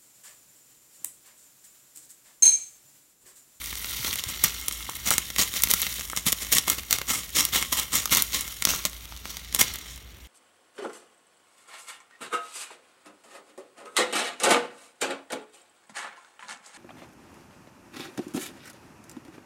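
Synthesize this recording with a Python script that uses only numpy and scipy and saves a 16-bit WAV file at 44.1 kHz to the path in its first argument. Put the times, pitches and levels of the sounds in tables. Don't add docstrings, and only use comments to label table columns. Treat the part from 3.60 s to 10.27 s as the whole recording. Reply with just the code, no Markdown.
import sys
import numpy as np
from scipy import signal
from scipy.fft import rfft, irfft
from scipy.io import wavfile
from scipy.ndimage import uniform_filter1d

SR = 44100
rng = np.random.default_rng(int(sys.argv[2]) if len(sys.argv) > 2 else 0)


def inscribe(sig):
    pcm = np.round(np.clip(np.atleast_2d(sig).T, -1, 1) * 32767)
    wavfile.write(sys.argv[1], SR, pcm.astype(np.int16))


N = 294279
TIME = np.arange(N) / SR

# start_s [s], level_db [dB, relative], rise_s [s], fade_t60_s [s to -60 dB]
SQUEEZES = [(0.456, -31.5, 0.013, 0.15), (0.682, -28, 0.005, 0.07), (0.832, -18.5, 0.0077, 0.087),
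            (1.449, -21.5, 0.03, 0.052), (1.503, -17.5, 0.015, 0.11), (1.778, -19, 0.017, 0.08),
            (1.8, -19.5, 0.016, 0.1), (1.938, -26, 0.028, 0.06), (2.091, -24, 0.0086, 0.13),
            (2.558, -27.5, 0.011, 0.11), (2.657, -16.5, 0.0086, 0.13), (2.796, -28.5, 0.02, 0.09),
            (2.913, -16, 0.011, 0.14), (2.944, -20, 0.02, 0.12), (3.049, -22.5, 0.055, 0.17),
            (3.179, -26.5, 0.0045, 0.042), (3.287, -25, 0.044, 0.18), (3.474, -21, 0.02, 0.15),
            (3.51, -22.5, 0.025, 0.29), (3.743, -16, 0.032, 0.27), (3.914, -19, 0.034, 0.32),
            (4.116, -25, 0.0087, 0.2), (4.158, -23, 0.023, 0.24), (4.315, -19.5, 0.035, 0.22),
            (4.504, -14, 0.017, 0.1), (4.532, -20, 0.048, 0.14), (4.728, -22, 0.0074, 0.32),
            (5.054, -24.5, 0.041, 0.43), (5.253, -27, 0.002, 0.034), (5.63, -38.5, 0.06, 0.45),
            (5.936, -32, 0.007, 0.14), (5.984, -17.5, 0.021, 0.13), (6.26, -42.5, 0.035, 0.3)]
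# [dB per Hz, relative]
FILM_COLOUR = [(60, -10.5), (190, 0), (450, -6.5), (800, -6.5), (1600, -6), (2450, -3), (3500, -0.5),
               (4400, -1.5), (4850, -2.5), (5600, 1.5), (6600, 1.5), (7700, -2), (9000, -3), (16000, -3)]


def undb(db):
    return 10 ** (np.asarray(db) / 20)


def unit(x):
    return x / np.sqrt(np.mean(x ** 2) + 1e-18)


def curve(table):
    return np.interp(TIME, *np.transpose(table))


def walk(rate):
    hold = int(SR / rate)
    steps = np.repeat(rng.standard_normal(N // hold + 1), hold)
    return unit(uniform_filter1d(steps, hold)[:N])


def colour(x, points, size=2048):
    hz, db = np.transpose(points)
    bins_hz = np.arange(size // 2 + 1) * SR / size
    log_gain = np.log(undb(np.interp(np.log(bins_hz + 1), np.log(hz), db)))
    cepstrum = irfft(log_gain)
    cepstrum[1:size // 2] *= 2
    cepstrum[size // 2 + 1:] = 0
    response = irfft(np.exp(rfft(cepstrum)))
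    return signal.fftconvolve(x, response / np.linalg.norm(response))[:len(x)]


def tilt(x, slope_db, low_hz=1200, high_hz=11000):
    hz = np.clip(np.arange(len(x) // 2 + 1) * SR / len(x), low_hz, high_hz)
    return irfft(rfft(x) * undb(slope_db * np.log2(hz / low_hz)), len(x))


def resonate(x, hz, width):
    return signal.lfilter(*signal.iirpeak(hz, hz / width, fs=SR), x)


def clicks(rate, spread_db, size):
    strength = undb(spread_db * np.minimum(rng.exponential(size=size), 4))
    return (rng.random(size) < rate / SR) * strength * rng.choice([-1, 1], size)


def add(track, start, sound):
    i = max(int(start * SR), 0)
    track[i:i + len(sound)] += sound[:N - i]


def panel(x, boost=0.61):
    hz = rng.uniform(2500, 13000)
    return x + boost * resonate(x, hz, hz / 4)


def effort(db, rise, fade):
    hold_s = 0.0093
    t = TIME[:SR // 2]
    tighten = np.minimum(t / max(rise, 1 / SR), 1)
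    ease = np.exp(-np.log(1000) * np.maximum(t - rise - hold_s, 0) / fade)
    return undb(db) * tighten * ease


def background():
    # [dB per Hz, relative]
    room_colour = [(20, -34.5), (42, -11.5), (64, -2.5), (100, -9), (145, -17), (200, -18), (480, -25),
                   (900, -29), (3400, -26.5), (5000, -50), (16000, -55)]
    hum_hz, hum_db = 57.2, -49.5
    waver = undb(walk(4.2))
    hum = unit(np.sin(2 * np.pi * hum_hz * TIME + 0.14 * walk(4))) * waver * undb(hum_db)
    return hum + undb(-50.0) * unit(colour(rng.standard_normal(N), room_colour))


def bead_flow():
    # [dB, relative]
    flow = [(0.0, -37.5), (0.19, -38.5), (0.48, -29.5), (0.57, -36), (0.89, -33.5), (1.0, -39.5),
            (1.4, -37.5), (1.68, -40), (1.88, -35.5), (2.2, -31.5), (2.44, -39), (2.6, -45), (2.9, -39),
            (3.27, -44.5), (4.45, -41.5), (4.65, -38), (5.2, -43), (5.35, -46.5), (5.9, -43.5), (6.08, -33),
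            (6.45, -51.5), (6.67, -54)]
    lead_s, width_s, dip_db = 0.041, 0.031, -1.5
    stalls = [np.exp(-np.abs((TIME - start + lead_s) / width_s) ** 2) for start, *_ in SQUEEZES]
    return curve(flow) + dip_db * np.max(stalls, axis=0)


def beads(flow_db, treble_hz=7000):
    # [dB per Hz, relative]
    bead_colour = [(100, -11), (300, -6), (550, -13), (800, -8.5), (1700, -7.5), (2500, -5), (3200, -0.5),
                   (4400, -1), (4900, -5), (5600, 1), (6900, -1.5), (7700, -5.5), (12000, -3), (16000, -2)]
    # time_s [s], boost_db [dB]
    treble_boost = [(0, 4.5), (0.75, -0.5), (2.6, 4), (5.3, 3), (6.05, -7), (6.67, 0)]
    pitches = np.geomspace(1500, 13000, 8)
    ticks = sum(resonate(clicks(200, 3.4, N), hz, hz * 0.26) * (1500 / hz) ** 0.25 for hz in pitches)
    sliding = clicks(7000, 2.6, N)
    clumps = undb(2.06 * walk(140))
    mixture = unit(ticks) + undb(2.0) * unit(sliding)
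    rattle = colour(unit(mixture * clumps), bead_colour)
    highpass = signal.butter(2, treble_hz, "high", fs=SR, output="sos")
    treble = signal.sosfiltfilt(highpass, rattle)
    return (rattle + (undb(curve(treble_boost)) - 1) * treble) * undb(flow_db)


def flexing(flow_db):
    flex_db, flex_law = -35, 0.65
    sag_db = -18.5
    grip = np.zeros(N)
    for start, db, rise, fade in SQUEEZES:
        add(grip, start, effort(db, rise, fade))
    flops = resonate(resonate(clicks(250, 4.5, N), 81, 143), 122, 220)
    return unit(flops) * (undb(flex_db) * grip ** flex_law + undb(flow_db + sag_db))


def random_creases(flow_db):
    per_s, over_beads_db, spread_db = 10, 8, 0.5
    bright_db, bright_spread_db = 2.5, 6.5
    draws = rng.random((int(per_s * N / SR), 3))
    at = (draws[:, 0] * (N - 1)).astype(int)
    db = flow_db[at] + over_beads_db + spread_db * (2 * draws[:, 1] - 1)
    brightness = bright_db + bright_spread_db * (2 * draws[:, 2] - 1)
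    return list(zip(TIME[at], db, brightness))


def snaps(creases, spread_s=.0014, flutter_s=0.0034, flutter_db=-5):
    out = np.zeros(N)
    t = TIME[:2048]
    hz = np.arange(len(t) // 2 + 1) * SR / len(t)
    for start, db, bright_db in creases:
        travel_s = spread_s * rng.uniform(0.6933, 1.4)
        crack = irfft(np.exp(-4j * np.pi * travel_s * np.sqrt(3000 * (hz + 1500))))
        flutter = rng.standard_normal(len(t)) * np.exp(-t / flutter_s) * np.minimum(t / travel_s, 1)
        flip = crack + undb(flutter_db) * flutter / np.linalg.norm(flutter)
        sound = tilt(panel(flip, boost=0.9), bright_db, low_hz=2000)
        sound /= np.sqrt(np.mean(sound[:SR // 500] ** 2))
        add(out, start - travel_s / 3, sound * undb(db))
    return colour(out, FILM_COLOUR) * undb(2.0)


def pops(cycles=1.47):
    # start_s [s], level_db [dB before the lift below], pitch_hz [Hz]
    patches = [(0.13, -28.5, 1950), (.399, -36, 114), (.668, -36, 95.5), (.843, -35, 169),
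               (1.292, -24.5, 1060), (1.513, -14, 1340), (1.79, -36, 181), (2.5327, -20, 1370),
               (2.667, -29.5, 155), (2.957, -31, 192), (3.079, -21, 1070), (3.4147, -26, 1300),
               (4.126, -22, 1000), (4.4574, -21, 1330), (5.137, -21.5, 1320), (5.252, -27, 620),
               (5.523, -36, 900), (6.014, -26, 720)]
    lift_db = 5.5
    out = np.zeros(N)
    t = TIME[:SR // 15]
    for start, db, hz in patches:
        ring = np.sin(2 * np.pi * hz * t) * np.exp(-t * hz / cycles)
        add(out, start, ring * undb(db + lift_db))
    return out


def crumples():
    pivot_db, bright_per_db = -22.5, 0.03
    out = np.zeros(N)
    for start, db, rise, fade in SQUEEZES:
        press = effort(db, rise, fade)
        buckles = panel(clicks(8000, 4.35, len(press)))
        swarm = unit(tilt(buckles, bright_per_db * (db - pivot_db)))
        add(out, start, swarm * press)
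    jerks = undb(2.34 * walk(200))
    return colour(out * jerks, FILM_COLOUR) * undb(-1.12)


def bowl(x):
    # [dB, bag fully inside]
    resonances = [(1098, 116, 6), (1232, 183, 7.5), (1368, 77, 8), (1930, 240, 6), (2133, 81, 9),
                  (2756, 180, 6), (7200, 33, -8)]
    # time_s [s], share [0-1]
    bag_depth = [(0, 0.66), (1.4, 0.73), (5.2, 0.92), (5.35, 0.6)]
    inside = np.clip(curve(bag_depth), 0, 1)
    return x + sum((undb(db) - 1) * resonate(x * inside, hz, width) for hz, width, db in resonances)


def room(x, near_t60=0.016, near_db=-10, far_t60=0.3, far_db=-17, dull_hz=6000, count=6):
    t = TIME[:SR // 2]
    place = np.clip(count / 2 + count / 4 * walk(5), 0, count - 1)
    lowpass = signal.butter(1, dull_hz, fs=SR, output="sos")
    decays = np.exp(-np.log(1000) * t / np.array([[near_t60], [far_t60]]))
    out = x
    for spot in range(count):
        near, far = rng.standard_normal((2, len(t))) * decays
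        far = signal.sosfilt(lowpass, far)
        echoes = undb(near_db) * near / np.linalg.norm(near) + undb(far_db) * far / np.linalg.norm(far)
        share = np.sqrt(np.maximum(1 - np.abs(place - spot), 0))
        out = out + signal.oaconvolve(x * share, echoes)[:N]
    return out


def scene():
    # start_s [s],
    # level_db [dB over the first 2 ms, before film colour and gain], brightness_db [dB per octave]
    timed_creases = [(0.128, -33, -5), (0.447, -26, -4), (0.6382, -24, 1), (0.8394, -4.5, 17.5),
                     (0.844, -22, 0), (1.083, -17, 2), (1.2959, -28, -1.5), (1.506, -11.5, 2),
                     (1.5809, -13, 1), (1.7025, -29, -3), (1.7619, -24.5, -4), (1.7842, -18, -2),
                     (2.0216, -18.5, 8), (2.036, -6, 5), (2.0727, -27, -3.5), (2.1068, -17, 7),
                     (2.1128, -10.5, 5.5), (2.1374, -9.5, 2.5), (2.2178, -17.5, 7), (2.2297, -26, -4),
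                     (2.385, -37, -15), (2.4993, -28.5, -1.5), (2.5638, -24, 3), (2.5732, -20, -0.5),
                     (2.722, -17, 3), (2.727, -14.5, 0), (2.9262, -16, 6), (2.9507, -14, 14),
                     (2.9685, -21, -3.5), (2.9836, -11.5, 2), (3.0808, -19.5, -2), (3.0995, -11.5, 3.5),
                     (3.3092, -15, 2.5), (3.3276, -10, 3.5), (3.3853, -23.5, -1.5), (3.4159, -26, -5),
                     (3.5014, -24, -3), (3.769, -23.5, -2), (3.8516, -14, 3.5), (4.0255, -21.5, -3),
                     (4.1274, -19.5, -0.5), (4.1973, -19, 4), (4.355, -16, 15), (4.4566, -19, 3.5),
                     (4.5491, -13.5, 5), (4.571, -13, 11), (4.622, -11.5, 5.5), (4.8092, -21.5, 5),
                     (5.023, -20, -0.5), (5.052, -10, 3), (5.072, -23, -7), (5.1605, -28.5, 4),
                     (5.2521, -16.5, 0.5), (5.523, -39.5, -7), (5.6547, -32.5, -6.5), (5.7693, -30, -0.5),
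                     (5.847, -40, -1), (5.926, -37, -4), (5.9476, -14, 1.5), (5.962, -25, -1),
                     (6.011, -11, 0.5), (6.0142, -13, -1.5), (6.143, -38, -5), (6.1867, -35, 9),
                     (6.377, -42, -2)]
    flow_db = bead_flow()
    crackle = beads(flow_db) + crumples() + snaps(timed_creases) + snaps(random_creases(flow_db))
    pouring = bowl(crackle) + pops() + flexing(flow_db)
    return (undb(-0.52) * room(pouring) + background())[None]


def record(dry):
    top_hz = 15900
    lowpass = signal.ellip(10, .1, 70, top_hz, fs=SR, output="sos")
    return signal.sosfilt(lowpass, np.clip(dry, -1, 1))


dry = scene()
out = record(dry)
inscribe(out)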